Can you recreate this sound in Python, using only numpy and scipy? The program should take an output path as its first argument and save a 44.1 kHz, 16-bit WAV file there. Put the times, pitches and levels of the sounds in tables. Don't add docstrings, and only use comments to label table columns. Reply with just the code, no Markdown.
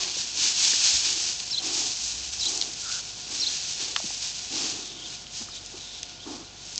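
import sys
import numpy as np
from scipy import signal
from scipy.fft import rfft, irfft, next_fast_len
from scipy.io import wavfile
from scipy.ndimage import uniform_filter1d

SR = 44100
rng = np.random.default_rng(int(sys.argv[2]) if len(sys.argv) > 2 else 0)


def inscribe(sig):
    pcm = np.round(np.clip(np.atleast_2d(sig).T, -1, 1) * 32767)
    wavfile.write(sys.argv[1], SR, pcm.astype(np.int16))


N = 299439
TIME = np.arange(N) / SR


def from_db(db):
    return 10 ** (np.asarray(db) / 20)


def unit_power(x):
    return x / np.sqrt(np.mean(x ** 2) + 1e-20)


def curves(rows):
    times, *columns = np.transpose(rows)
    return [np.interp(TIME, times, column) for column in columns]


def drift(rate):
    r = np.exp(-40 * np.pi * rate / SR)
    slow = signal.lfilter([1], [1, -2 * r, r * r], rng.standard_normal(N // 20 + 2002))[2000:]
    return np.interp(np.arange(N) / 20, np.arange(len(slow)), unit_power(slow))


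def colour(x, spectrum):
    hz, db = np.transpose(spectrum)
    size = next_fast_len(N)
    bins = np.maximum(np.fft.rfftfreq(size, 1 / SR), 1)
    gains = from_db(np.interp(np.log(bins), np.log(hz), db))
    return unit_power(irfft(rfft(x, size) * gains, size)[:N])


def ring(x, hz, width):
    r = np.exp(-np.pi * width / SR)
    forward = np.array([1, 0, -1]) * (1 - r * r) / 2
    feedback = [1, -2 * r * np.cos(2 * np.pi * hz / SR), r * r]
    return signal.lfilter(forward, feedback, signal.lfilter(forward, feedback, x))


def band(x, hz, width):
    return unit_power(ring(x, hz, width))


def tone(hz):
    return np.sqrt(2) * np.sin(2 * np.pi * np.cumsum(hz) / SR)


def swell(start, length, skew):
    out = np.zeros(N)
    inside = (TIME > start) & (TIME < start + length)
    out[inside] = np.sin(np.pi * ((TIME[inside] - start) / length) ** skew)
    return out ** 0.46


def add(track, start, sound):
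    at = int(start * SR)
    track[at:at + len(sound)] += sound[:max(N - at, 0)]


def shove(top, length, rise_share=0.35, edge_db=-10.5):
    building = np.maximum(top - TIME, 0) / (rise_share * length)
    settling = np.maximum(TIME - top, 0) / ((1 - rise_share) * length)
    near = (building < 3) & (settling < 4)
    out = np.zeros(N)
    out[near] = from_db(edge_db * (building[near] ** 2 + settling[near] ** 1.4))
    return out


# time of the hardest push in seconds,
# level in dB, length in seconds, extra level for thick stalks in dB.
STRAW_SHOVES = [(0.02, -32, 0.4, 5.5), (0.197, -28, 0.084, 0.5), (0.441, -22.5, 0.23, 2),
                (0.658, -19.5, 0.27, -0.5), (0.885, -20, 0.39, 0), (1.087, -25.5, 0.15, 1),
                (1.252, -27, 0.2, -0.5), (1.669, -29, 0.15, 0.5), (1.8, -24.5, .27, -2.5),
                (2.056, -28, 0.2, -5.5), (2.337, -31, 0.051, -2), (2.481, -26.5, .28, -6),
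                (2.814, -33, 0.085, -16), (2.925, -29.5, 0.15, -2), (3.36, -30, 0.18, 1),
                (3.527, -32.5, 0.27, 2), (3.702, -32.5, 0.14, -1), (3.825, -32.5, .16, 4),
                (4.066, -32.5, 0.37, -2), (4.245, -33, 0.11, 3), (4.615, -29.5, .32, 3.5),
                (5.108, -41, 0.24, 5), (5.379, -34, 0.16, -1), (5.558, -37.5, 0.048, 0),
                (5.844, -48.5, 0.42, 6), (6.1, -50.5, .2, 12), (6.319, -41.5, 0.25, 2),
                (6.761, -39, 0.53, 0.5)]
# time in seconds, level in dB, an unused number.
STRAW_STIRRING = [(0, -37, 4), (1.3, -34.5, -3), (1.52, -36.5, -4), (2.15, -35.5, 3), (3.0, -37.5, 7),
                  (3.15, -39.5, 0), (3.4, -36.5, -1), (4.45, -36.5, 3), (4.9, -43.5, 5), (5.24, -49.5, 6),
                  (5.45, -45.5, 5), (6.0, -45, 8), (6.22, -59, 8), (6.79, -63, -5)]


def straw_movement(stirring_thick_db=2):
    thin_power = from_db(curves(STRAW_STIRRING)[0]) ** 2
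    thick_power = thin_power * from_db(stirring_thick_db) ** 2
    for top, db, length, thick_db in STRAW_SHOVES:
        power = (from_db(db) * shove(top, length)) ** 2
        thin_power += power
        thick_power += power * from_db(thick_db) ** 2
    return np.sqrt(thin_power), np.sqrt(thick_power)


def crackles(per_second, spread_db=1.5):
    sizes = from_db(spread_db * np.minimum(rng.exponential(1, N), 5))
    signs = rng.choice([-1, 1], N)
    breaking = rng.random(N) < per_second / SR
    return unit_power(sizes * signs * breaking / np.sqrt(per_second))


# frequency in Hz, relative strength in dB.
STRAW_SPECTRUM = [(120, -39.5), (320, -19.5), (520, -32.5), (750, -19.5), (1050, -19), (1280, -21.5),
                  (1600, -16), (2050, -17), (2500, -8), (3300, -6), (4400, -1), (5500, -0.5), (6400, 0),
                  (7100, -3), (8000, -8), (9000, -20.5)]


def straw(thick_below_hz=4830):
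    thin_gain, thick_gain = straw_movement()
    breaks_per_second = 4000 * (thin_gain / from_db(-34)) ** 0.6
    fine = crackles(breaks_per_second) + 0.5 * rng.standard_normal(N)
    stiff_stalks = from_db(-12) * crackles(0.014 * breaks_per_second)
    clumps = from_db(0.89 * drift(25.6))
    rustle = colour((fine + stiff_stalks) * clumps, STRAW_SPECTRUM)
    keep_highs = signal.butter(2, thick_below_hz, "high", fs=SR, output="sos")
    thin = signal.sosfiltfilt(keep_highs, rustle)
    thick = rustle - thin
    return thin_gain * thin + thick_gain * thick


# start in seconds, length in seconds, level in dB,
# ring of the nose in Hz, extra level for the mouth in dB (higher is more open).
PIG_SNUFFLES = [(0, 0.13, -50, 352, 7), (0.34, 0.19, -52, 326, -16), (1.056, 0.28, -49.5, 338, 0.5),
                (1.597, 0.34, -45, 323, 4), (2.451, 0.27, -46.5, 330, 4.5), (3.264, 0.28, -51, 313, 1.5),
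                (3.8, 0.17, -50, 350, 1), (4.505, 0.36, -42, 302, -0.5), (4.872, 0.32, -53.5, 314, -1),
                (5.73, 0.061, -49.5, 340, 1), (6.254, 0.19, -42, 300, 0)]
# frequency in Hz, width in Hz, relative level in dB.
MOUTH_RINGS = [(755, 376, -5), (1020, 310, -14.5)]


def snuffles():
    flap_hz = 42 * from_db(2 * drift(17.8))
    breath = from_db(0.56 * tone(flap_hz)) * rng.standard_normal(N)
    nose, mouth_gain = np.zeros(N), np.zeros(N)
    for start, length, db, nose_hz, open_db in PIG_SNUFFLES:
        push = from_db(db) * swell(start, length, skew=0.5)
        nose += push * band(breath, nose_hz, width=177)
        mouth_gain += push * from_db(open_db)
    mouth = sum(from_db(db) * band(breath, hz, width) for hz, width, db in MOUTH_RINGS)
    return nose + mouth_gain * mouth


# frequency in Hz, relative strength in dB.
AIR_SPECTRUM = [(35, -45), (60, -1.5), (125, 1), (508, -5), (710, -7.5), (789, -5), (1250, -11.5),
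                (1450, -10), (1860, -13), (3490, -3), (6540, -7.5), (7570, -13.5), (8950, -33),
                (11600, -73), (19700, -120)]


def open_air():
    return from_db(-47) * colour(rng.standard_normal(N), AIR_SPECTRUM)


# time in seconds, firings per second.
ENGINE_SPEED = [(0, 50.43), (2.8, 51.23), (4.2, 49), (5.9, 48), (6.79, 49.7)]
# multiple of the firing rate, level in dB.
ENGINE_TONES = [(1, -60.5), (2, -62), (3, -66.5)]


def engine():
    firing_hz = curves(ENGINE_SPEED)[0] * (1 + 0.0056 * drift(2.2))
    return sum(from_db(db + 0.98 * drift(4)) * tone(k * firing_hz) for k, db in ENGINE_TONES)


# pitch in Hz, level in dB.
WHINE_TONES = [(718, -62.5), (1436, -65.5)]


def camera_whine(waver_db=1.3):
    out = np.zeros(N)
    for hz, db in WHINE_TONES:
        gain = from_db(db + waver_db * drift(4.2))
        out += gain * tone(hz * (1 + 0.0023 * drift(12.5)))
    return out


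# start in seconds, level in dB, pitch in Hz, seconds to fade by 60 dB.
GROUND_THUDS = [(0.166, -38.5, 350, 0.054), (0.732, -35.5, 275, 0.055), (.935, -38.5, 69, 0.27),
                (2.675, -43, 324, 0.11), (3.962, -30, 1137, 0.056), (4.0, -31.5, 656, 0.022),
                (4.039, -33.5, 222, 0.084), (4.104, -33.5, 790, 0.019), (5.405, -35.5, 234, 0.075),
                (5.417, -38, 850, 0.033), (5.485, -39, 1250, 0.022)]


def thuds():
    out, t = np.zeros(N), TIME[:SR // 2]
    for start, db, hz, fade_time in GROUND_THUDS:
        grit = band(rng.standard_normal(len(t)), hz, width=hz)
        note = 1.1 * np.sin(2 * np.pi * hz * t)
        rise_and_fade = (1 - np.exp(-t * hz)) * from_db(-60 * t / fade_time)
        add(out, start, from_db(db) * (grit + note) * rise_and_fade)
    return out


# start in seconds, peak level in dB, ring in Hz.
STALK_SNAPS = [(0.734, -24, 1720), (1.2252, -16, 6040), (1.402, -16, 3700), (2.456, -12, 5200),
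               (2.576, -11, 6000), (2.614, -7, 4130), (2.6237, -10.5, 3900), (2.925, -14.5, 4430),
               (3.9625, -20, 1170), (3.9628, -9, 2640), (3.964, -10, 4200), (4.367, -21, 6140),
               (5.268, -25.5, 3300), (5.6613, -21, 5940), (6.0306, -15, 5500), (6.032, -24.5, 2900),
               (6.759, -16, 5450), (6.779, -9.5, 5030)]


def snaps():
    out, t = np.zeros(N), TIME[:1024]
    for start, db, hz in STALK_SNAPS:
        burst = 0.06 * rng.standard_normal(len(t)) * from_db(-60 * t / 0.009)
        burst[0] += 1
        burst[int(rng.uniform(0.0006, 0.0012) * SR)] += 0.55
        for width in (0.5 * hz, 0.58 * hz):
            r = np.exp(-np.pi * width / SR)
            burst = signal.lfilter([1, 0, -1], [1, -2 * r * np.cos(2 * np.pi * hz / SR), r * r], burst)
        add(out, start, from_db(db) * burst / np.abs(burst).max())
    return out


def whistle(shape, start, db, pitch=1):
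    times, hz, shape_db = np.transpose(shape)
    t = TIME[:int(times[-1] * SR)]
    waver = 1 + 0.014 * unit_power(uniform_filter1d(rng.standard_normal(len(t)), size=90))
    gain = from_db(db + np.interp(t, times, shape_db))
    out = np.zeros(N)
    add(out, start, gain * tone(pitch * waver * np.interp(t, times, hz)))
    return out


# seconds into it, pitch in Hz, relative level in dB.
SWALLOW_SHAPE = [(0, 3846, -21), (.011, 5550, -4.5), (.021, 5480, -5.5), (.029, 4190, -3),
                 (.039, 3900, -9.5), (.046, 4164, 2), (.054, 3070, -22), (.073, 3600, -7), (.078, 4004, 0),
                 (.084, 4300, 1.5), (.089, 3396, -12), (.106, 3025, -21.5)]
# start in seconds, level in dB, number to multiply the pitch by.
SWALLOW_CHIRPS = [(1.501, -24.5, 0.98), (2.385, -25, 0.96), (3.391, -23.5, 1.01), (5.493, -40.5, 0.92)]


def swallow(echo_seconds=0.0075, echo_db=-5):
    chirps = sum(whistle(SWALLOW_SHAPE, start, db, pitch) for start, db, pitch in SWALLOW_CHIRPS)
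    return chirps + from_db(echo_db) * np.interp(TIME - echo_seconds, TIME, chirps)


# time in seconds, pitch in Hz, level in dB.
DRONE_PATH = [(1.95, 55, -85), (2.04, 57.2, -54), (2.25, 66.7, -53), (2.46, 76.2, -54), (2.56, 78.7, -77)]


def drone():
    hz, db = curves(DRONE_PATH)
    return from_db(db + 2.5 * drift(12)) * tone(hz)


# start in seconds, length in seconds, level in dB,
# first pitch in Hz, last pitch in Hz, width in Hz (wider is rougher).
HOARSE_CALLS = [(2.828, 0.18, -44.5, 1375, 1480, 109), (4.769, 0.33, -44.5, 3840, 3130, 280),
                (5.769, .29, -43.5, 3936, 3650, 332), (6.415, 0.084, -55, 3950, 4070, 90)]


def hoarse_birds():
    out = np.zeros(N)
    for start, length, db, first_hz, last_hz, width in HOARSE_CALLS:
        hz = np.interp(TIME, [start, start + length], [first_hz, last_hz])
        phase = 2 * np.pi * np.cumsum(hz) / SR
        rasp = drift(1.6 * width) * np.sin(phase) + drift(1.1 * width) * np.cos(phase)
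        out += from_db(db) * swell(start, length, skew=0.93) * rasp
    return out


# seconds into it, pitch in Hz, relative level in dB.
CHIP_SHAPE = [(0, 3090, -1), (.016, 3330, -5), (.032, 3650, 1), (.043, 3250, 1), (.06, 3070, -11)]
# start in seconds, level in dB.
TREE_CHIPS = [(5.021, -40.5), (6.197, -46)]


def chipping_bird():
    return sum(whistle(CHIP_SHAPE, start, db) for start, db in TREE_CHIPS)


def yard_echoes(x, fade_time):
    t = TIME[:SR // 2]
    echoes = rng.standard_normal(len(t)) * from_db(-60 * t / fade_time)
    echoes *= (rng.random(len(t)) < 0.02) & (t > 0.008)
    return signal.fftconvolve(x, echoes / np.sqrt(np.sum(echoes ** 2)))[:N]


def scene():
    pigs = straw() + snuffles() + thuds() + snaps()
    background = open_air() + engine() + camera_whine() + drone()
    birds = swallow() + hoarse_birds() + chipping_bird()
    echoes = from_db(-14.5) * yard_echoes(birds, fade_time=0.42)
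    return (pigs + background + birds + echoes)[None]


def record(dry):
    soften = signal.butter(10, 7800, fs=SR, output="sos")
    cut_off = signal.ellip(10, 0.2, 80, 9100, fs=SR, output="sos")
    return signal.sosfilt(cut_off, signal.sosfilt(soften, dry))


dry = scene()
out = record(dry)
inscribe(out)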